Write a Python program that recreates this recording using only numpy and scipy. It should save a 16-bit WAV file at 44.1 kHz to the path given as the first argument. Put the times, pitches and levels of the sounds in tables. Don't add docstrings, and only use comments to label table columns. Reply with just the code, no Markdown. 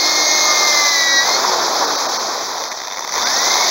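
import sys
import numpy as np
from scipy import signal
from scipy.fft import rfft, irfft
from scipy.io import wavfile

SR = 44100
rng = np.random.default_rng(int(sys.argv[2]) if len(sys.argv) > 2 else 0)


def inscribe(sig):
    pcm = np.round(np.clip(np.atleast_2d(sig).T, -1, 1) * 32767)
    wavfile.write(sys.argv[1], SR, pcm.astype(np.int16))


def volts(x):
    e = np.asarray(x, float) / 20
    return 10 ** e


N = 163170

FREE_FROM_S = 1.24


def rms_one(x):
    return x / np.sqrt(np.mean(x ** 2) + 1e-20)


def in_time(rows):
    s, *columns = np.transpose(rows)
    return [np.interp(np.arange(N) / SR, s, c) for c in columns]


def between(start_s, end_s):
    t, fade_s = np.arange(N) / SR, 0.056
    return (np.tanh((t - start_s) / fade_s) - np.tanh((t - end_s) / fade_s)) / 2


def drift(rate_hz):
    r = np.exp(-40 * np.pi * rate_hz / SR)
    slow = signal.lfilter([1], [1, -2 * r, r * r], rng.standard_normal(N // 20 + 3002))[3000:]
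    return np.interp(np.arange(N) / 20, np.arange(len(slow)), rms_one(slow))


def coloured(x, spectrum, patchy_db, peaks=()):
    hz = np.maximum(np.arange(N // 2 + 1) * SR / N, 1)
    points = np.array(spectrum)
    gain = volts(np.interp(np.log(hz), np.log(points[:, 0]), points[:, 1]))
    for top_hz, width_hz, db in peaks:
        gain = gain * (1 + volts(db) / 4 / (1 + (2 * (hz - top_hz) / width_hz) ** 2))
    wide = rfft(x) * gain
    place = 2 * np.log2(np.clip(hz, 60, 15360) / 60)
    total = 0
    for k in range(17):
        band = irfft(wide * np.clip(1 - abs(place - k), 0, 1), N)
        total = total + band * volts(patchy_db * drift(18.0))
    return rms_one(total)


def tones(mesh_hz, divide, orders):
    waver_db, waver_hz, speed_jitter = 2.5, 9.0, .0012
    turn = 2 * np.pi * np.cumsum(mesh_hz * (1 + speed_jitter * drift(25.0))) / SR / divide
    total = 0
    for k, db in orders:
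        level = np.sqrt(2) * volts(db + waver_db * drift(waver_hz))
        total = total + level * np.sin(round(k) * turn + rng.uniform(0, 2 * np.pi))
    return total


def yard():
    spectrum = [(25, -38), (150, 3), (400, 5), (2000, -36)]  # hz, db
    return volts(-69.5) * coloured(rng.standard_normal(N), spectrum, patchy_db=7.0)


def fan(level_db, turns):
    # freq_hz, level_db
    air = [(150, -48), (600, -3.5), (1600, -7.5), (3500, 1.5), (6000, -2.5), (7600, -13.5), (10000, -22.5),
           (15500, -22)]
    # freq_hz, width_hz, level_db
    vents = [(3800, 100, 7), (5030, 83, 0.5), (6210, 430, 10.5)]
    chop = 1 + 0.45 * np.sin(2 * np.pi * turns)
    hiss = coloured(rng.standard_normal(N) * chop, air, patchy_db=0.7, peaks=vents)
    return volts(level_db + 0.72 * drift(22.0)) * hiss


def rattle(level_db):
    # freq_hz, level_db
    housing = [(40, -41.5), (200, -18.5), (450, -5.5), (1100, -1.5), (1600, -7), (4000, -5.5), (6200, -9),
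               (9000, -31)]
    # freq_hz, width_hz, level_db
    shell = [(732, 85, -4), (980, 600, 3.5)]
    grind = coloured(rng.standard_normal(N), housing, patchy_db=1.65, peaks=shell)
    return volts(level_db + 0.44 * drift(45.0)) * grind


def bursts(clicks):
    t60_s = .010
    r = volts(-60 / (t60_s * SR))
    return signal.lfilter([np.e * (1 - r)], [1, -2 * r, r * r], clicks + 1e-18)


def knocks(level_db, turns):
    # time_s, peak_db
    hardest = np.array([(2.637, -13), (2.653, -11), (2.716, -9), (2.722, -9), (2.773, -13), (2.801, -12),
                        (2.816, -11), (2.834, -13), (2.849, -12), (2.871, -11), (2.881, -12), (2.901, -14),
                        (2.911, -11), (2.922, -9), (2.932, -12), (2.942, -13), (2.961, -15), (2.971, -9),
                        (2.981, -11), (2.992, -8), (3.007, -13), (3.023, -13), (3.035, -14), (3.042, -12),
                        (3.047, -8), (3.075, -8), (3.092, -9), (3.122, -7), (3.137, -8), (3.153, -7)])
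    # freq_hz, level_db
    gearcase = [(150, -22.5), (500, -12.5), (1000, -2), (1500, -11), (2200, 1), (3300, -5), (6000, -12),
                (9000, -27)]
    # freq_hz, width_hz, level_db
    case_rings = [(960, 620, 13.4), (1890, 430, 12.8), (3590, 120, 27), (5050, 73, 6.8), (6030, 460, 23)]
    spread_db, trim_db = 4.0, -6
    at = np.flatnonzero(np.diff(np.floor(turns + .12 * drift(60.0))) > 0)
    clicks, hard = np.zeros(N), np.zeros(N)
    clicks[at] = volts(spread_db * rng.standard_normal(N)[at])
    hard[(hardest[:, 0] * SR).astype(int)] = volts(hardest[:, 1] + trim_db)
    loose = bursts(clicks) * volts(level_db - 3 * between(2.76, 3.16))
    drive = rng.choice([-1, 1], N) * (loose + bursts(hard))
    return coloured(drive, gearcase, patchy_db=-0.5, peaks=case_rings) * np.sqrt(np.mean(drive ** 2))


def rotor_hum(mesh_hz, turns, powered):
    level_db, db_per_octave, loaded_db = -32.5, 19, -3.5
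    slope_db = db_per_octave * np.log2(mesh_hz / mesh_hz[0]) * (1 + (mesh_hz < 1300))
    return volts(level_db + slope_db + loaded_db * powered + 0.7 * drift(3.6)) * np.sin(2 * np.pi * turns)


def mains_and_chuck(turns, powered):
    mains_hz, mains_db, chuck_share, chuck_db = 240, -46, .425, -55
    mains = volts(mains_db) * np.sin(2 * np.pi * mains_hz * np.arange(N) / SR)
    chuck = volts(chuck_db + 3 * drift(1.8)) * np.sin(2 * np.pi * chuck_share * turns)
    return powered * (mains + chuck)


def brushes(mesh_hz):
    # multiple (of mesh speed / 5.6), level_db
    whistles = [(33, -54), (37, -51)]
    return between(1.3, 1.93) * tones(mesh_hz * (1 + 0.0042 * drift(28.0)), 5.6, whistles)


def idler_shaft(mesh_hz):
    # multiple (of a seventh of mesh speed), level_db, loud_from_s, loud_to_s
    idler = [(1, -39, -.2, 0.52), (2, -29.5, 0.23, 0.75), (3, -40, .1, .7), (4, -24.5, 0.42, 0.923),
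             (6, -29.5, 0.0041, 0.83), (12, -30, -.2, 0.7), (19, -32, .15, 0.79)]
    rest_db, freed_db = -10, -40 * (np.arange(N) / SR > FREE_FROM_S)
    orders = [(k, db + rest_db * (1 - between(a, b)) + freed_db) for k, db, a, b in idler]
    return tones(mesh_hz, 7, orders)


def rotor_sides(mesh_hz, mesh_db):
    # rotor_multiple, level_db (re the nearest mesh line)
    rotor = [(5, -16), (7, -12), (13, -7), (14, -14), (15, -13), (16, -12), (17, -8), (19, -18)]
    return tones(mesh_hz, 6, [(k, db + mesh_db[round(k / 6) - 1]) for k, db in rotor])


def motor_speed():
    # time_s, mesh_hz, tone_db, second_db, third_db
    boring = [
        (0, 2131, -18.5, -18.5, -30.5),
        (.33, 2144, -15.5, -22.5, -20.5),
        (.62, 2117, -14, -25, -26),
        (.9, 2029, -14, -20, -27),
        (1.0, 1965, -14, -18, -31),
        (1.195, 1923, -10, -14.5, -21.5),
        (1.23, 1950, -13.5, -22, -37),
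        (1.28, 2066, -23, -31, -32),
        (1.35, 2137, -24, -21, -31),
    ]
    # time_s, mesh_hz, tone_db, second_db, third_db
    coast = [
        (1.43, 2318, -44, -50, -50),
        (2.2, 1407, -82, -80, -80),
        (2.93, 600.8, -80, -67, -78),
        (3.1, 390, -80, -77, -80),
    ]
    # time_s, mesh_hz, tone_db, second_db, third_db
    restart = [
        (3.16, 950, -38, -55, -50),
        (3.29, 1680, -26, -42, -27),
        (3.39, 1920, -21, -37, -26),
        (3.48, 2065, -20, -31, -27),
        (3.61, 2185, -22, -33, -38),
        (3.7, 2215, -25, -29, -36),
    ]
    mesh_hz, *mesh_db = in_time(list(boring) + list(coast) + list(restart))
    return mesh_hz, mesh_db


def gear_mesh(turns, mesh_db):
    rough_db = np.where(np.arange(N) / SR > FREE_FROM_S, 3.5, 1.5)
    total = 0
    for k, db in enumerate(mesh_db):
        phase = 12 * np.pi * (k + 1) * turns + rough_db / 8 * drift(60.0)
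        total = total + np.sqrt(2) * volts(db + rough_db * drift(45.0)) * np.sin(phase)
    return total


def scene():
    # time_s, fan_db, grind_db, knock_db
    effort = [(0, -15.5, -21, -26.5), (.35, -15.5, -20.5, -25), (.68, -13, -19.5, -32),
              (.99, -15, -24.5, -27), (1.18, -19, -21, -32), (1.27, -16.5, -16, -24.5),
              (1.54, -24.5, -14, -27), (1.8, -21, -15, -53), (2.1, -21.5, -17.5, -37),
              (2.4, -27.5, -20, -26), (2.62, -27, -22.5, -24.5), (2.8, -30.5, -29, -31),
              (3.07, -30, -29, -29), (3.17, -21.5, -19, -16), (3.3, -17, -21.5, -21), (3.5, -15, -17, -23),
              (3.7, -15, -19.5, -20.5)]
    air_db, rattle_db, knock_db = in_time(effort)
    mesh_hz, mesh_db = motor_speed()
    turns = np.cumsum(mesh_hz) / SR / 6
    powered = np.clip((mesh_db[0] + 47) / 10, 0, 1)
    mix = yard() + fan(air_db, turns) + rattle(rattle_db) + knocks(knock_db, turns)
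    mix = mix + rotor_hum(mesh_hz, turns, powered) + mains_and_chuck(turns, powered) + brushes(mesh_hz)
    mix = mix + idler_shaft(mesh_hz) + rotor_sides(mesh_hz, mesh_db) + gear_mesh(turns, mesh_db)
    return np.tile(mix, (2, 1))


def starve(x):
    # time_s, threshold_db (re the strongest partial)
    starved = [(1.863, -8), (1.971, -9), (2.078, -6), (2.183, -7), (2.697, -7), (3.249, -9)]
    size, left_db, from_hz, to_hz = int(.03 * SR), -17, 1450, 14600
    out = x.copy()
    window = np.sin(np.pi * np.arange(size) / size)
    hz = np.arange(size // 2 + 1) * SR / size
    for s, under_db in starved:
        i = int(s * SR) - size // 2
        lines = rfft(x[i:i + size] * window) * (hz > from_hz) * (hz < to_hz)
        weak = abs(lines) < volts(under_db) * abs(lines).max()
        out[i:i + size] -= window * irfft(lines * weak * (1 - volts(left_db)), size)
    return out


def top_cut(x):
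    return signal.sosfilt(signal.butter(12, 17140, fs=SR, output="sos"), x)


def record(dry):
    # freq_hz, half_turns (phase between the ports; odd = null)
    ports = [(0, 0), (2860, 1), (8500, 3), (14110, 5), (19800, 7)]
    null_floor_db, hole_hz, hole_width_hz = -42, 8535, 500
    lift_db, lift_hz, cutoff_hz = 10, 14400, 15780
    hz = np.arange(N // 2 + 1) * SR / N
    comb = np.cos(np.pi / 2 * np.interp(hz, *np.transpose(ports))) + 1j * volts(null_floor_db)
    away = ((hz - hole_hz) / hole_width_hz) ** 2
    hole = away / (1 + away)
    top = volts(lift_db / (1 + np.exp((lift_hz - hz) / 400)) - np.clip((hz - cutoff_hz) / 2, 0, 90))
    mono = starve(irfft(rfft(dry[0]) * comb * top * hole, N))
    return top_cut(np.tile(mono, (2, 1)))


dry = scene()
out = record(dry)
inscribe(out)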